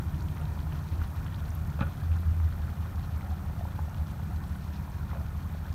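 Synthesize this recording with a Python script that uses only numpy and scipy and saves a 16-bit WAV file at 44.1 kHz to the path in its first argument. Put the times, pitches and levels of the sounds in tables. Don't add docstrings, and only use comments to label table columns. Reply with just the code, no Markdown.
import sys
import numpy as np
from scipy import signal
from scipy.fft import rfft, irfft
from scipy.io import wavfile

SR = 44100
rng = np.random.default_rng(int(sys.argv[2]) if len(sys.argv) > 2 else 0)


def transcribe(signal):
    frames = np.atleast_2d(signal).T
    limited = np.clip(frames, -1, 1)
    pcm = np.round(limited * 32767).astype(np.int16)
    wavfile.write(sys.argv[1], SR, pcm)


N = 253134
TIME = np.arange(N) / SR

# freq_hz, density_db
PATTER_SPECTRUM = [(250, -2.5), (430, -4), (600, 0.5), (950, 1), (1120, -1.5), (1350, 0), (1600, -5),
                   (1850, -6), (2100, -12.5), (2480, -12.5), (2900, -32), (4500, -51)]
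# freq_hz, density_db
SPRAY_SPECTRUM = [(1200, -42), (2300, 4), (3200, 5), (4200, 3), (4850, -1), (5300, 0), (6300, -2.5),
                  (7300, -14), (9500, -35), (10400, -55), (13000, -17), (16000, -33)]
# centre_s, half_width_s, patter_gain_db, spray_gain_db
SPLASHES = [(0.747, 0.042, 2, 5.5), (1.027, 0.027, 2, 3), (3.257, 0.064, 1.5, 0.5), (4.002, 0.11, 1, 0),
            (4.745, 0.019, 0.5, 6.5), (5.145, 0.047, 3, 3)]
# time_s, firings_per_s
ENGINE_SPEED = [(0, 11.72), (1.5, 11.76), (2.4, 11.72), (3.2, 11.62), (4.2, 11.66), (5, 11.7), (5.74, 11.8)]
# firing_multiple, base_level_db
ENGINE_ORDERS = [(2, -70), (3.5, -50), (4, -51.5), (6, -39), (7, -36), (8, -51.5), (8.5, -46), (9, -51.5),
                 (10, -55.5), (13, -46), (14, -57), (17, -73), (18, -59)]
# time_s, base_level_db
BEATING_HUM = [(0, -57), (1.9, -58), (2.3, -39.5), (3.9, -39), (4.6, -43.5), (5.74, -53)]
# time_s, gain_db
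ENGINE_GAIN = [(0, -0.5), (1.1, -1.5), (1.87, 1), (1.96, -24), (2.04, -1), (3.2, -2.5), (3.9, -1),
               (5.74, -2.5)]
# centre_s, gain_db
THROBS = [(0.35, -3), (0.5, 2.5), (0.85, -3), (0.94, 5), (1.02, 4), (1.2, 5), (1.33, -3), (2.04, 0),
          (2.21, -3.5), (2.29, 1), (2.38, 1.5), (3.45, -1.5), (3.91, -11), (4.02, 4), (4.18, -6), (4.27, 3),
          (4.37, 5), (4.8, 3), (4.88, -14), (5.2, 2)]
# freq_hz, density_db
RUMBLE_SPECTRUM = [(15, -24), (28, -17), (38, -1), (55, 3.5), (66, 2), (92, 5), (125, 3), (160, 0.5),
                   (185, -5), (225, -8.5), (310, -13.5), (450, -23.5), (900, -44.5)]
# shaft_multiple, full_level_db
MOTOR_ORDERS = [(4, -55), (5, -49.5)]
# freq_hz, density_db
HISS_SPECTRUM = [(500, -4), (4000, -5), (7500, -7), (10000, -7), (11000, -6), (12300, -3), (12900, 0),
                 (14400, .6), (15100, -6), (15700, -9)]
# start_s, end_s, pitch_hz, level_db
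HUMS = [(0, 0.49, 180.3, -49), (0, 0.87, 144.2, -44), (0, 0.76, 157.8, -45)]
# start_s, end_s, start_hz, end_hz, width_hz, level_db
GURGLES = [(0.055, 0.613, 979, 945, 90, -59.5), (0.757, 1.152, 936, 909, 100, -62.5),
           (3.197, 3.396, 820, 752, 130, -54.5), (4.596, 5.11, 954, 937, 69.6, -61.5),
           (5.127, 5.233, 603, 586, 170, -53.5)]
# start_s, peak_db, centre_hz
SLAPS = [(0.096, -49, 13600), (0.2232, -48, 6480), (0.2848, -44, 2700), (0.4135, -48, 8950),
         (0.4533, -42, 3200), (0.7235, -44, 2440), (0.7315, -48, 12500), (0.887, -50, 3600),
         (1.030, -47, 12600), (1.037, -48, 2700), (1.073, -49, 9600), (1.245, -50, 6000),
         (1.268, -52, 9800), (1.491, -48, 9200), (1.504, -46.5, 6160), (1.551, -39, 12500),
         (1.674, -49, 12600), (1.703, -50, 6300), (2.1657, -48, 6000), (2.5257, -49, 3500),
         (2.958, -49, 5400), (3.895, -48, 5670), (3.9453, -43.5, 3000), (4.0701, -47, 4300),
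         (4.1126, -53, 9400), (4.4815, -50, 9000), (4.564, -50, 9700), (4.745, -49, 4800),
         (4.763, -52, 5200), (4.900, -52, 8900), (4.918, -52, 5700), (5.1025, -45, 3200),
         (5.1485, -43, 2200), (5.7264, -45, 4870)]
# start_s, peak_db, pitch_hz
HEAVY_DROPS = [(0.2073, -42.5, 4280), (0.2852, -46, 3500), (0.3724, -45, 2500), (0.4378, -45, 930),
               (0.5735, -37, 1000), (0.591, -42, 3320), (0.669, -41, 800), (0.724, -47, 2920),
               (1.0163, -32, 1370), (1.043, -44, 990), (1.161, -41, 890), (1.163, -40, 1330),
               (1.263, -39, 1430), (1.2648, -41.5, 3200), (1.3445, -38, 3500), (2.1182, -43, 2460),
               (2.524, -40, 1420), (2.68, -40.5, 1370), (2.854, -43, 1100), (3.209, -41.5, 2220),
               (3.496, -39.5, 740), (3.564, -42, 1290), (4.196, -39, 840), (4.3062, -41, 724),
               (4.877, -39, 950), (5.464, -46, 1300)]
# start_s, clank_gain_db, cutoff_hz, thud_gain_db
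BOWL_CONTACTS = [(1.7908, -6, 1600, -29), (1.8078, 0.5, 3600, -1), (1.8125, -3.5, 1700, -22),
                 (1.8172, -3, 2000, -18), (1.8209, -4.5, 3800, -22), (1.8248, -7.5, 3000, -21),
                 (1.868, -11, 2600, -25)]
# freq_hz, gain_db, t60_s
STEEL_MODES = [(554, -2, 0.12), (650, -12, 0.13), (840, -1, 0.071), (960, -17, 0.066), (1090, -15, 0.045),
               (1205, 3.5, 0.064), (1320, 11, 0.031), (1430, -1, 0.088), (1465, -0.5, 0.13),
               (1620, -14.5, 0.12), (1750, -11, 0.17), (2200, -17, 0.031), (2530, 0, 0.026),
               (2680, -11, 0.018), (3280, -10, 0.064), (3420, -21, 0.027), (3870, -18, 0.02)]
# freq_hz, gain_db, t60_s
SOIL_MODES = [(124, -10, 0.048), (176, -12.5, 0.029), (267.5, -17.5, 0.03)]
# freq_hz, density_db
GRIT_SPECTRUM = [(250, -30), (500, -4), (1800, 0), (2900, 6), (3300, -5), (4100, 7), (4700, -16),
                 (8000, -3)]
# freq_hz, density_db
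RATTLE_SPECTRUM = [(170, -12), (280, 3), (390, -21), (600, 7), (950, -4.5), (1300, -1), (1650, -0.5),
                   (2000, -20), (2550, -0.5), (2950, -17), (3500, -13), (4800, -28), (7000, -40)]
# start_s, peak_db, pitch_hz, ring_cycles, rise_per_ring_time
HOLLOW_PLOPS = [(2.4016, -30.5, 1040, 0.65, .11), (3.5915, -38, 700, 1.8, -0.0098),
                (3.6095, -33, 680, 2.4, 0.018), (3.626, -45, 790, 1.5, 0.079),
                (3.6525, -33, 880, 2.5, 0.16), (3.7904, -29, 880, 1.7, 0.073),
                (3.7939, -36, 796, 1.4, 0.033), (5.132, -30, 804, 0.73, 0.13), (5.149, -36, 800, 1.1, .11),
                (5.204, -39, 700, 1, .11), (5.547, -40, 604, 1.8, 0.016)]
# centre_hz, width_hz, gain_db
MICROPHONE_BANDS = [(5030, 180, -2.5), (7220, 70, 3), (7600, 350, -1.5), (10380, 260, -5), (10820, 80, 3.5),
                    (12630, 80, 3.5)]


def gain_of(db):
    return 10 ** (np.asarray(db) / 20)


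def unit_rms(x):
    return x / np.sqrt(np.mean(x ** 2) + 1e-20)


def curve(rows):
    return np.interp(TIME, *np.transpose(rows))


def coloured(x, spectrum):
    hz, db = np.transpose(spectrum)
    shape_db = np.interp(np.log(np.fft.rfftfreq(N, 1 / SR) + 1), np.log(hz), db)
    return unit_rms(irfft(rfft(x) * gain_of(shape_db), N))


def noise(spectrum):
    return coloured(rng.standard_normal(N), spectrum)


def wander(rate_hz):
    hz = np.fft.rfftfreq(N, 1 / SR)
    return unit_rms(irfft(rfft(rng.standard_normal(N)) / (1 + (hz / rate_hz) ** 4), N))


def add(mix, start_s, sound):
    part = mix[max(round(start_s * SR), 0):][:len(sound)]
    part += sound[:len(part)]


def wavering_tone(hz, level_db, waver_db, waver_rad):
    phase = 2 * np.pi * (hz * TIME + rng.random()) + waver_rad * wander(2.2)
    return np.sqrt(2) * gain_of(level_db + waver_db * wander(3.5)) * np.cos(phase)


def struck(modes, t):
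    return sum(gain_of(db - 60 * t / t60_s) * np.sin(2 * np.pi * hz * t) * (-1) ** k
               for k, (hz, db, t60_s) in enumerate(modes))


def bubble(hz, cycles, rise=0.043):
    age = np.arange(int(8 * cycles / hz * SR) + 2) / SR * hz / cycles
    envelope = (1 - np.exp(-(age / .5) ** 2)) * np.exp(-age ** 1.27)
    phase = 2 * np.pi * cycles * (age + rise * (age ** 2 / 2 - age))
    return envelope / envelope.max() * np.sin(phase)


def shower(low_hz, high_hz, per_s, spread_db, cycles, pitches=48, max_spreads=4):
    out = np.zeros(N)
    for hz in np.geomspace(low_hz, high_hz, pitches):
        lands = rng.random(N) < per_s / pitches / SR
        strength = np.minimum(-np.log(rng.random(N)[lands]), max_spreads)
        impacts = np.zeros(N)
        impacts[lands] = gain_of(spread_db * strength)
        stretch = rng.uniform(0.82, 1.75)
        out += signal.oaconvolve(impacts, bubble(hz, cycles * stretch) * hz / np.sqrt(stretch))[:N]
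    return unit_rms(out)


def splash_db(column):
    return sum(row[column] * np.exp(-((TIME - row[0]) / row[1]) ** 2) for row in SPLASHES)


def puddle(start_db=-51.5, fall_db_per_s=0.2152):
    drops = shower(497.0, 2720, per_s=1200, spread_db=2.5, cycles=2.8)
    patter = coloured(drops, PATTER_SPECTRUM) + gain_of(0.5) * noise(PATTER_SPECTRUM)
    flicker_db = 0.68 * wander(42) + 0.19 * wander(88)
    return unit_rms(patter) * gain_of(start_db - fall_db_per_s * TIME + splash_db(2) + flicker_db)


def puddle_bubbles(count=260, low_hz=750, high_hz=1700, max_peak_db=-48):
    out = np.zeros(N)
    for when, pitch, weakness, length in rng.random((count, 4)):
        plop = bubble(low_hz * (high_hz / low_hz) ** pitch, cycles=4 + 3 * length)
        add(out, when * N / SR, gain_of(max_peak_db - 8 * weakness) * plop)
    return out


def spray(start_db=-63.5, fall_db_per_s=0.34):
    drops = shower(2000, 14500, per_s=1700, spread_db=2.9, cycles=2.4, max_spreads=3.4)
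    fizz = coloured(drops, SPRAY_SPECTRUM) + gain_of(-3) * noise(SPRAY_SPECTRUM)
    flurries_db = 1.7 * wander(25) + 1.1 * wander(150)
    return unit_rms(fizz) * gain_of(start_db - fall_db_per_s * TIME + splash_db(3) + flurries_db)


def sparkle(level_db=-71.5):
    ticks = shower(7000, 14000, per_s=300, spread_db=3, cycles=2.2, pitches=12)
    pings = shower(11800, 14300, per_s=140, spread_db=3.3, cycles=12, pitches=12)
    surges_db = 2.2 * wander(25) + 1.5 * wander(6)
    return gain_of(level_db) * unit_rms((ticks + pings) * gain_of(surges_db))


def engine_boom_db(line_hz, centre_hz=83.5, width_hz=8.6, peak_db=9.5):
    start_s, end_s, rise_s, fall_s = 2.0, 2.46, 0.03, 0.078
    attack = np.clip((TIME - start_s) / rise_s, 0, 1)
    release = np.exp(-np.maximum(TIME - end_s, 0) / fall_s)
    return peak_db * np.exp(-((line_hz - centre_hz) / width_hz) ** 2) * attack * release


def engine(rumble_db=-37, rumble_fall_db_per_s=0.55, hum_order=6.5):
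    strong_firing_s, throb_half_width_s = 0.078, 0.026
    firing_hz = curve(ENGINE_SPEED)
    firings = np.cumsum(firing_hz) / SR - firing_hz[0] * strong_firing_s
    throb_db = sum(db * np.exp(-((TIME - s) / throb_half_width_s) ** 2) for s, db in THROBS)
    envelope_db = curve(ENGINE_GAIN) + throb_db
    out = noise(RUMBLE_SPECTRUM) * gain_of(rumble_db - rumble_fall_db_per_s * TIME + 0.18 * throb_db)
    for order, base_db in ENGINE_ORDERS + [(hum_order, curve(BEATING_HUM))]:
        scatter_cycles = 0.04 if 6 <= order <= 8 else 0.3
        phase = 2 * np.pi * (order * firings + scatter_cycles * wander(2.02))
        level_db = base_db + envelope_db + engine_boom_db(order * firing_hz) + 1.36 * wander(2.5)
        out += np.sqrt(2) * gain_of(level_db) * np.cos(phase)
    return out


def motor(shaft_hz=37.85, rise_db=8, rise_s=3.3):
    fade_db = rise_db * np.minimum(TIME / rise_s - 1, 0)
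    return sum(wavering_tone(order * shaft_hz, db + fade_db, waver_db=2, waver_rad=.4)
               for order, db in MOTOR_ORDERS)


def hiss_and_hums(hiss_db=-64.0):
    out = gain_of(hiss_db + 0.48 * wander(40)) * noise(HISS_SPECTRUM)
    for start_s, end_s, hz, db in HUMS:
        t = np.arange(int((end_s - start_s) * SR)) / SR
        hum = signal.windows.tukey(len(t), .15) * np.sin(2 * np.pi * hz * t)
        add(out, start_s, np.sqrt(2) * gain_of(db) * hum)
    return out


def gurgles():
    out = np.zeros(N)
    for start_s, end_s, start_hz, end_hz, width_hz, db in GURGLES:
        n = int((end_s - start_s) * SR)
        stir = (wander(width_hz / 2) + 1j * wander(width_hz / 2))[:n]
        phase = 2 * np.pi * np.cumsum(np.linspace(start_hz, end_hz, n)) / SR
        note = (stir * np.exp(1j * phase)).real
        add(out, start_s, gain_of(db) * unit_rms(note * signal.windows.tukey(n, .5)))
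    return out


def slaps(decay_s=0.002, width_hz=2000):
    t = np.arange(SR // 60) / SR
    out = np.zeros(N)
    for start_s, peak_db, centre_hz in SLAPS:
        edges_hz = centre_hz + np.array([-.5, .5]) * width_hz
        burst = rng.standard_normal(len(t)) * np.exp(-t / decay_s)
        slap = signal.sosfilt(signal.butter(2, edges_hz, "band", fs=SR, output="sos"), burst)
        add(out, start_s, gain_of(peak_db) * slap / abs(slap).max())
    return out


def heavy_drops(droplets_each=3, cycles_at_1khz=2.07):
    out = np.zeros(N)
    for start_s, peak_db, hz in HEAVY_DROPS:
        cycles = cycles_at_1khz * (hz / 1000) ** 0.13
        add(out, start_s, gain_of(peak_db) * bubble(hz, cycles))
        for flight, weakness, pitch in rng.random((droplets_each, 3)):
            droplet = bubble(min(hz * (.8 + .7 * pitch), 14000), cycles=3)
            droplet_db = min(peak_db - 8, -46) - 6 * weakness
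            add(out, start_s + .002 + .016 * flight, gain_of(droplet_db) * droplet)
    return out


def bowl(grit_t60_s=0.013, rattle_t60_s=0.07):
    t = np.arange(SR // 3) / SR
    thud = struck(SOIL_MODES, t) * (1 - np.exp(-t / 0.0036))
    out = np.zeros(N)
    for start_s, clank_gain_db, cutoff_hz, thud_gain_db in BOWL_CONTACTS:
        grit = noise(GRIT_SPECTRUM)[:len(t)] * gain_of(-2.5 - 60 * t / grit_t60_s)
        rattle = noise(RATTLE_SPECTRUM)[:len(t)] * gain_of(1 - 60 * t / rattle_t60_s)
        modes = np.array(STEEL_MODES)
        modes[:, 0] *= rng.uniform(.96, 1.04, len(modes))
        steel = gain_of(-4) * struck(modes, t)
        cushion = signal.butter(2, cutoff_hz, fs=SR, output="sos")
        clank = signal.sosfilt(cushion, steel + grit + rattle)
        add(out, start_s, gain_of(clank_gain_db - 35.5) * clank + gain_of(thud_gain_db + 1.5) * thud)
    return out


def hollow_plops():
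    out = np.zeros(N)
    for start_s, peak_db, hz, cycles, rise in HOLLOW_PLOPS:
        add(out, start_s, gain_of(peak_db) * bubble(hz, cycles, rise))
    return out


def whine(start_s=3.48, end_s=4.78, pitch_hz=8034, level_db=-82):
    n = int((end_s - start_s) * SR)
    tone = wavering_tone(pitch_hz, level_db, waver_db=.7, waver_rad=3)[:n]
    out = np.zeros(N)
    add(out, start_s, signal.windows.tukey(n, .1) * tone)
    return out


def yard_echo(x, wet_db=-13, t60_s=.13, delay_s=.002):
    t = np.arange(SR // 3) / SR
    reflections = rng.standard_normal(len(t)) * (rng.random(len(t)) < .05)
    tail = reflections * gain_of(-60 * t / t60_s) * (t > delay_s)
    return x + gain_of(wet_db) * signal.oaconvolve(x, tail / np.linalg.norm(tail))[:N]


def scene():
    water = puddle() + puddle_bubbles() + spray() + sparkle() + slaps()
    near = water + whine() + heavy_drops() + hollow_plops() + gurgles() + bowl()
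    return (yard_echo(near) + engine() + motor() + hiss_and_hums())[None]


def record(dry):
    cutoff_hz = 15720
    hz = np.fft.rfftfreq(N, 1 / SR)
    colour_db = sum(db * np.exp(-((hz - centre_hz) / width_hz) ** 2)
                    for centre_hz, width_hz, db in MICROPHONE_BANDS)
    heard = irfft(rfft(dry) * gain_of(colour_db), N)
    lowpass = signal.firwin(511, cutoff_hz, window=("kaiser", 9), fs=SR)
    return signal.oaconvolve(heard, lowpass[None], "same")


dry = scene()
out = record(dry)
transcribe(out)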